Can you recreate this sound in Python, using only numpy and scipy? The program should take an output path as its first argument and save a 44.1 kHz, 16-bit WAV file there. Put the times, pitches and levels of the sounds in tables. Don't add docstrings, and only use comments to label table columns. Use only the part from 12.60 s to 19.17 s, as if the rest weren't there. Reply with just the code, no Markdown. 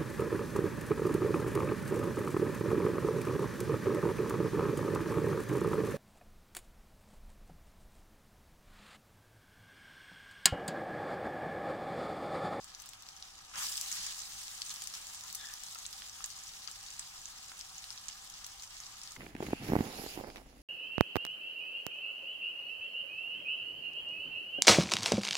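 import sys
import numpy as np
from scipy import signal
from scipy.fft import rfft, irfft
from scipy.io import wavfile
from scipy.ndimage import uniform_filter1d

SR = 44100
rng = np.random.default_rng(int(sys.argv[2]) if len(sys.argv) > 2 else 0)


def generate_wav(signal):
    frames = np.transpose(np.atleast_2d(signal))
    scaled = np.clip(frames, -1, 1) * 32767
    pcm = np.round(scaled).astype(np.int16)
    wavfile.write(sys.argv[1], SR, pcm)


N = 289717
TIME_S = np.arange(N) / SR

# (frequency [Hz], coherence [0-1], lead of left [rad])
COHERENCE = [(40, .99, 0), (170, .75, .1), (300, .1, .5), (430, .5, 2.4), (580, .8, 2.5), (690, .2, 1.8),
             (780, .7, 1), (1150, .62, .6), (1450, .5, .5), (1800, .25, 2), (2300, .5, 3.3),
             (3100, .1, 3.3), (4200, .35, 9), (9500, .2, 16.6), (16000, .2, 31)]
# (frequency [Hz], left-right [dB])
BALANCE = [(60, 3), (100, -4), (180, 2.5), (310, -3.5), (550, 4.5), (950, 4), (1650, -0.5), (2860, 2),
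           (4970, -0.5), (8640, 1), (15000, -1)]
# (frequency [Hz], relative density [dB])
FAN_SPECTRUM = [(12, -19), (20, 3), (75, -6.5), (234, -14), (430, -15), (650, -12.5), (776, -9.5),
                (982, -13.5), (1270, -7), (1480, -13.5), (1810, -15.5), (2200, -51), (2860, -57),
                (4840, -120)]
# (frequency [Hz], width [Hz], lift [dB])
DRONE_PEAKS = [(46, 23, 3.5), (100, 16, 7.5), (169, 19, 4), (776, 69, 7.5), (923, 17, 10.5),
               (1287, 110, 2.5), (1700, 56, -1)]
# (frequency [Hz], width [Hz], lift [dB])
PAN_MODES = [(787, 43, 10.5), (1225, 75, 6.5), (1684, 60, 6.5)]
# (frequency [Hz], relative density [dB])
GURGLE_SPECTRUM = [(53, -72), (90, -16), (172, -11.5), (274, -42.5), (572, -10), (723, -25.5), (778, -15.5),
                   (1040, -5), (1210, -8), (2020, -7.5), (3000, -6), (3900, -16), (6600, -120)]
# (frequency [Hz], relative density [dB])
FIZZ_SPECTRUM = [(300, -87), (1060, -29), (1800, -8.5), (2570, -9.0), (3000, -4.0), (4140, -2.5),
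                 (4740, -0.5), (6360, -1), (6840, -1.5), (8060, -3.0), (11100, -13.0), (15100, -14.5),
                 (16000, -17)]
# (time [s], pitch [Hz], level [dB], octave re fundamental [dB])
SQUEAK_TRACK = [(2.77, 1820, -68, 4), (2.8, 1800, -61, 11.5), (2.82, 1727, -58, -4), (2.84, 1742, -49.5, 0),
                (2.87, 1744, -57, -2), (2.895, 1743, -54, -6), (2.91, 1770, -58, -4),
                (2.945, 1760, -58, -6)]
# (time [s], half-length [s], lift [dB], treble change [dB])
BOIL_SURGES = [(1.03, 0.22, 2.5, 0.5), (1.39, 0.037, 5.5, -8.5), (1.472, 0.081, 4, -9),
               (2.114, 0.025, 5.5, -3)]
# (time [s], peak [dB], pitch [Hz], left-right [dB], t60 [s])
LARGE_POPS = [(0.936, -48, 1190, 0, .04), (0.948, -48, 1230, 4, .04), (0.956, -45, 1620, 2, 0.021),
              (0.963, -43, 1170, -4, 0.021), (2.38, -49, 1350, -2, 0.021), (2.897, -51, 2530, 2, 0.072),
              (3.1559, -45.5, 1210, 3, .027), (3.42, -46, 1700, -7, 0.016), (3.605, -44.5, 1170, 4, 0.024),
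              (4.082, -45, 1157, 3, 0.033), (4.9178, -44, 1420, -2, 0.011), (6.5635, -42.5, 1920, 5, 0.019)]
# (time [s], peak [dB], pitch [Hz], left-right [dB], snap re body [dB], t60 [s])
SMALL_POPS = [(0.0429, -41.5, 7360, 2, -8, 0.011), (0.1489, -39, 5800, 1, -30, 0.0076),
              (0.199, -43.5, 5930, 6, -5, 0.021), (0.2203, -43, 8700, 3, -7, 0.006),
              (0.259, -43, 4630, -5, 7, 0.0055), (0.2894, -42, 7350, 4, -5, 0.018),
              (0.334, -42, 3300, 0, -6, 0.006), (0.4228, -43.5, 5800, 3, -5, 0.0065),
              (0.4876, -40, 4650, 6, -13, 0.01), (0.625, -37, 4520, 0, -34, 0.0092),
              (0.957, -38, 5260, 3, -15, 0.012), (1.1764, -31, 5030, 0, -9, 0.019),
              (1.212, -27.5, 6400, 3, -7, 0.0076), (1.314, -32, 6420, 2, -11, 0.052),
              (1.326, -29.5, 6460, -5, -17, 0.0085), (1.4653, -32, 6570, -1, -19, 0.011),
              (1.59, -39, 7060, 7, -17, 0.0086), (1.6023, -35.5, 6260, 1, -22, 0.014),
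              (1.6172, -42, 6930, -7, -23, 0.012), (1.8018, -47, 5980, 0, -15, 0.005),
              (1.881, -36.5, 4550, -1, -17, 0.0043), (1.9145, -40, 6700, -1, -15, 0.006),
              (2.0182, -28.5, 4350, 1, -34, 0.0099), (2.0633, -39, 6400, -2, -22, 0.004),
              (2.0852, -40, 7550, -1, -12, 0.0035), (2.094, -35, 6040, 0, -26, 0.0079),
              (2.104, -35, 6300, -2, -22, 0.0048), (2.1404, -36.5, 8000, 0, -5, 0.008),
              (2.16, -38, 5660, -1, -20, 0.0089), (2.2196, -35.5, 6330, -1, -6, 0.023),
              (2.239, -36, 8250, 3, -9, 0.0071), (2.272, -32.5, 7150, 4, -11, 0.013),
              (2.3383, -35.5, 5160, 3, -15, 0.021), (2.351, -36.5, 6530, -2, -9, 0.0065),
              (2.469, -36, 6840, 5, -5, 0.0051), (2.5466, -40, 5680, -2, -17, 0.006),
              (2.609, -39, 5450, -5, -7, 0.0068), (2.6796, -43, 6300, 0, -15, 0.0069),
              (2.727, -36, 6660, 4, 3, 0.0083), (2.7488, -32.5, 5530, 6, 1.5, 0.0088),
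              (2.7533, -30, 7340, 4, -2, 0.0024), (2.8704, -38, 5640, -1, -10, 0.0034),
              (2.9383, -33, 5600, 0, -4, 0.0027), (3.036, -35, 7300, -1, -11, 0.0074),
              (3.1475, -40, 4610, 0, -4, 0.012), (3.1872, -37.5, 7100, 7, -10, 0.006),
              (3.252, -40, 3580, 4, -28, 0.019), (3.264, -32, 7380, -5, -27, 0.0056),
              (3.3287, -37, 4700, 1, -6, 0.006), (3.38, -45.5, 5850, -9, -15, 0.005),
              (3.4196, -42.5, 3270, -4, -30, 0.012), (3.4955, -40, 5480, -2, -14, 0.015),
              (3.641, -28.5, 6680, 1, -24, 0.018), (3.659, -38, 6650, -3, 0, 0.018),
              (3.703, -38.5, 5800, 0, -17, 0.0087), (3.837, -40.5, 6800, -9, -13, 0.0058),
              (3.8794, -44, 6440, 1, -5, 0.018), (4.0747, -34.5, 4640, 7, -25, 0.012),
              (4.113, -39, 8000, 0, -11, 0.011), (4.2293, -46, 4950, 6, -7, 0.005),
              (4.3036, -39, 7050, -5, -18, 0.005), (4.3934, -31.5, 7500, 0, -24, 0.018),
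              (4.6561, -33.5, 6560, -5, -29, 0.0051), (4.918, -46, 2900, 8, -8, 0.007),
              (4.992, -39.5, 7020, 4, -10, 0.006), (5.0111, -36, 4900, 3, -18, 0.0045),
              (5.1562, -44, 6200, -1, -17, 0.0053), (5.181, -37.5, 6600, -2, -24, 0.0063),
              (5.2407, -38.5, 4000, 3, -33, 0.0067), (5.304, -34, 4900, 3, -26, 0.0054),
              (5.483, -33, 6640, -2, -28, 0.019), (5.4886, -33.5, 6200, -7, -23, 0.0027),
              (5.498, -46.5, 3000, 1, -20, 0.029), (5.5278, -42.5, 5130, -11, -27, 0.015),
              (5.6995, -39.5, 6760, -5, -11, 0.006), (5.8438, -37, 5420, -1, -21, 0.016),
              (5.865, -37, 7300, 1, 0, 0.0088), (6.022, -39, 6200, 1, -12, 0.014),
              (6.033, -41, 6020, 0, -13, 0.059), (6.202, -37.5, 6200, -3, -21, 0.011),
              (6.2656, -40, 5450, -3, -27, 0.0071), (6.4155, -38.5, 4820, -1, -15, 0.0065),
              (6.434, -40, 7220, 1, -27, 0.01), (6.4372, -43.5, 5500, 3, -22, 0.023),
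              (6.4747, -39.5, 4220, 4, -30, 0.006), (6.5195, -39.5, 6430, -2, -9, 0.0063)]

LAND_S, RISE_S, LET_GO_S, RELEASE_S, SETTLE_S = 0.936, 0.045, 1.515, 0.026, 3.3
FAN_DB, SETTLED_DB = -63, -52
HISS_RE_BOIL_DB, CRACKLE_RE_BOIL_DB = -2, -6.5
TREBLE_HZ, EDGE_HZ = 7400, 15900


def gain(db):
    return 10 ** (np.asarray(db) / 20)


def unit_rms(x):
    return x / np.sqrt(np.mean(x ** 2) + 1e-20)


def drift(smooth, count=N):
    return unit_rms(uniform_filter1d(rng.standard_normal(count), size=smooth))


def spectrum_db(table, hz):
    table_hz, db = np.transpose(table)
    return np.interp(np.log(hz + 1), np.log(table_hz + 1), db)


def resonance_db(modes, hz):
    return sum(db / (1 + ((hz - mode_hz) / (.5 * width_hz)) ** 2) for mode_hz, width_hz, db in modes)


def colour(x, table):
    hz = abs(np.fft.fftfreq(4096, 1 / SR))
    log_gain = np.log(gain(np.maximum(spectrum_db(table, hz), -80)))
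    taps = np.fft.ifft(np.exp(np.conj(signal.hilbert(log_gain)))).real[:1024]
    return signal.oaconvolve(x, taps[None], axes=1)[:, :x.shape[1]]


def treble(x):
    hz = np.fft.rfftfreq(x.shape[-1], 1 / SR)
    return irfft(rfft(x) / (1 + (TREBLE_HZ / (hz + 1)) ** 8), x.shape[-1])


def stereo_pair(a, b, hz):
    table_hz, coherence, lead_rad = np.transpose(COHERENCE)
    shared = np.interp(hz, table_hz, coherence)
    lag = np.exp(-1j * np.interp(hz, table_hz, lead_rad))
    right = shared * lag * a + np.sqrt(1 - shared ** 2) * b
    lean = gain(.5 * spectrum_db(BALANCE, hz))
    return np.array([a * lean, right / lean])


def bubbling_noise(table, patch_db, flicker_db):
    frames, hz = N // 128 + 5, np.fft.rfftfreq(512, 1 / SR)[:, None]
    a, b, c, d, patches = rng.standard_normal((frames, 257, 5)).T
    patches = unit_rms(uniform_filter1d(uniform_filter1d(patches, size=8, axis=0), size=12, axis=1))
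    level_db = spectrum_db(table, hz) + patch_db * patches + flicker_db * drift(5, frames)
    spectra = stereo_pair(a + 1j * b, c + 1j * d, hz) * gain(level_db)
    return unit_rms(signal.istft(spectra, nperseg=512, noverlap=384)[1][:, :N])


def place(mix, time_s, peak_db, pan_db, sound):
    start = round(time_s * SR)
    peak = np.sqrt(uniform_filter1d((sound ** 2).mean(0), size=40).max())
    mix[:, start:start + sound.shape[1]] += gain(peak_db + np.outer([.5, -.5], pan_db)) * sound / peak


def kitchen(x, wet_db=-9.5, t60_s=0.085):
    t = np.arange(SR // 4) / SR
    tail = rng.standard_normal((2, len(t))) * gain(-60 * t / t60_s) * (t > .003)
    return x + gain(wet_db) * signal.fftconvolve(x, tail / np.linalg.norm(tail[0]), axes=1)[:, :N]


def fan():
    hz = np.fft.rfftfreq(N, 1 / SR)
    air = stereo_pair(*rfft(rng.standard_normal((2, N))), hz)
    shape_db = spectrum_db(FAN_SPECTRUM, hz) + resonance_db(DRONE_PEAKS, hz)
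    return gain(FAN_DB) * unit_rms(irfft(air * gain(shape_db), N))


def squeak(waver=0.0353, sputter_db=2.9):
    time_s, *columns = np.transpose(SQUEAK_TRACK)
    pitch_hz, level_db, octave_db = (np.interp(TIME_S, time_s, column) for column in columns)
    phase = 2 * np.pi * np.cumsum(pitch_hz * (1 + waver * drift(120))) / SR
    gate = uniform_filter1d(1. * (TIME_S > time_s[0]) * (TIME_S < time_s[-1]), size=800)
    whistle = np.sin(phase) + gain(octave_db) * np.sin(2 * phase)
    return gate * gain(level_db + sputter_db * drift(120)) * whistle * gain([[1.5], [-1.5]])


def stages(before_db, held_db, freed_db, settled_db):
    landed = np.clip((TIME_S - LAND_S) / RISE_S, 0, 1)
    let_go = np.clip((TIME_S - LET_GO_S) / RELEASE_S, 0, 1)
    sinking_db = settled_db + (freed_db - settled_db) * np.exp(-np.maximum(TIME_S - LET_GO_S, 0) / SETTLE_S)
    return before_db + landed * (held_db - before_db) + let_go * (sinking_db - held_db)


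def boiling():
    time_s, half_s, lift_db, tilt_db = np.transpose(BOIL_SURGES)
    surges = np.maximum(1 - abs(TIME_S[:, None] - time_s) / half_s, 0)
    boil_db = stages(before_db=-54, held_db=-41.5, freed_db=-45.5, settled_db=SETTLED_DB)
    treble_db = stages(before_db=-2, held_db=4, freed_db=2.25, settled_db=-1.5)
    return boil_db + surges @ lift_db, treble_db + surges @ tilt_db


def churn(boil_db, rest_db=-62, follow=0.6, splash_db=-40.5, rise_s=0.04, t60_s=0.64):
    since_s = np.maximum(TIME_S - LAND_S, 0)
    splash = np.minimum(since_s / rise_s, 1) * gain(splash_db - 60 * since_s / t60_s)
    steady = gain(rest_db + follow * (boil_db - SETTLED_DB))
    gurgle = bubbling_noise(GURGLE_SPECTRUM, patch_db=2.0, flicker_db=1.3)
    pan_response = gain(resonance_db(PAN_MODES, np.fft.rfftfreq(N, 1 / SR)))
    return np.hypot(splash, steady) * unit_rms(irfft(rfft(gurgle) * pan_response, N))


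def burst(pitch_hz, t60_s, scatter, ring, rise_s, spread_rad=0.8):
    t = np.arange(scatter.shape[-1]) / SR
    tone = np.sin(2 * np.pi * pitch_hz * t * (1 + 15 * t) + spread_rad * scatter[..., :1])
    return (scatter + ring * tone) * gain(-60 * t / t60_s) * np.minimum(t / rise_s, 1)


def pops(size=1024, half_width_hz=2300, gurgle_db=-13, long_t60_s=0.022):
    mix, hz = np.zeros((2, N + size)), np.fft.rfftfreq(size, 1 / SR)
    scatter = rfft(rng.standard_normal((len(SMALL_POPS) + len(LARGE_POPS), 2, size))) * (hz > 600)
    fizz, gurgle = gain(spectrum_db(FIZZ_SPECTRUM, hz)), gain(spectrum_db(GURGLE_SPECTRUM, hz))
    for (time_s, peak_db, pitch_hz, pan_db, snap_db, t60_s), paths in zip(SMALL_POPS, scatter):
        body = unit_rms(irfft(paths * fizz / (1 + ((hz - pitch_hz) / half_width_hz) ** 2)))
        low = gain(gurgle_db) * min(t60_s / long_t60_s, 1) ** 2 * unit_rms(irfft(paths * gurgle))
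        snap = gain(snap_db) * unit_rms(treble(irfft(paths * (hz < EDGE_HZ))))
        pop = burst(pitch_hz, t60_s, body + low + snap, ring=0.9, rise_s=0.00086)
        place(mix, time_s, peak_db, pan_db, pop)
    for (time_s, peak_db, pitch_hz, pan_db, t60_s), paths in zip(LARGE_POPS, scatter[len(SMALL_POPS):]):
        body = unit_rms(irfft(paths * gurgle))
        place(mix, time_s, peak_db, pan_db, burst(pitch_hz, t60_s, body, ring=1.37, rise_s=0.00063))
    return mix[:, :N]


def crackle(candidates=9000, size=224, base_per_s=500, flurry_db=3.3, spread_db=3.5, half_width_hz=2330):
    when, chance, pitch, decay, rank = rng.random((candidates, 5, 1, 1)).transpose(1, 0, 2, 3)
    start, pitch_hz = (when * N).astype(int), 3700 * 3.8 ** pitch
    rate_per_s = base_per_s * gain(flurry_db * drift(900))
    fires = chance * candidates < rate_per_s[start] * N / SR
    strength = fires * gain(spread_db * np.minimum(-np.log(rank), 3.2))
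    near_pitch = 1 / (1 + ((np.fft.rfftfreq(size, 1 / SR) - pitch_hz) / half_width_hz) ** 2)
    scatter = unit_rms(irfft(rfft(rng.standard_normal((candidates, 2, size))) * near_pitch))
    t60_s = 0.0023 + 0.011 * decay ** 2
    bursts = strength * burst(pitch_hz, t60_s, scatter, ring=0.97, rise_s=0.00082, spread_rad=2.93)
    index = (start[:, 0] + np.arange(size)).ravel()
    mix = np.array([np.bincount(index, bursts[:, side].ravel(), N + size)[:N] for side in range(2)])
    return unit_rms(colour(mix, FIZZ_SPECTRUM))


def sizzle(boil_db, treble_db):
    hiss = bubbling_noise(FIZZ_SPECTRUM, patch_db=1.5, flicker_db=1.45)
    fizz = gain(HISS_RE_BOIL_DB) * hiss + gain(CRACKLE_RE_BOIL_DB) * kitchen(crackle())
    fizz += (gain(treble_db) - 1) * treble(fizz)
    return gain(boil_db) * fizz


def scene():
    boil_db, treble_db = boiling()
    return sizzle(boil_db, treble_db) + churn(boil_db) + kitchen(pops() + squeak()) + fan()


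def record(dry):
    taps = signal.firwin(511, EDGE_HZ, window=("kaiser", 9), fs=SR)
    return signal.oaconvolve(dry, taps[None], "same")


dry = scene()
out = record(dry)
generate_wav(out)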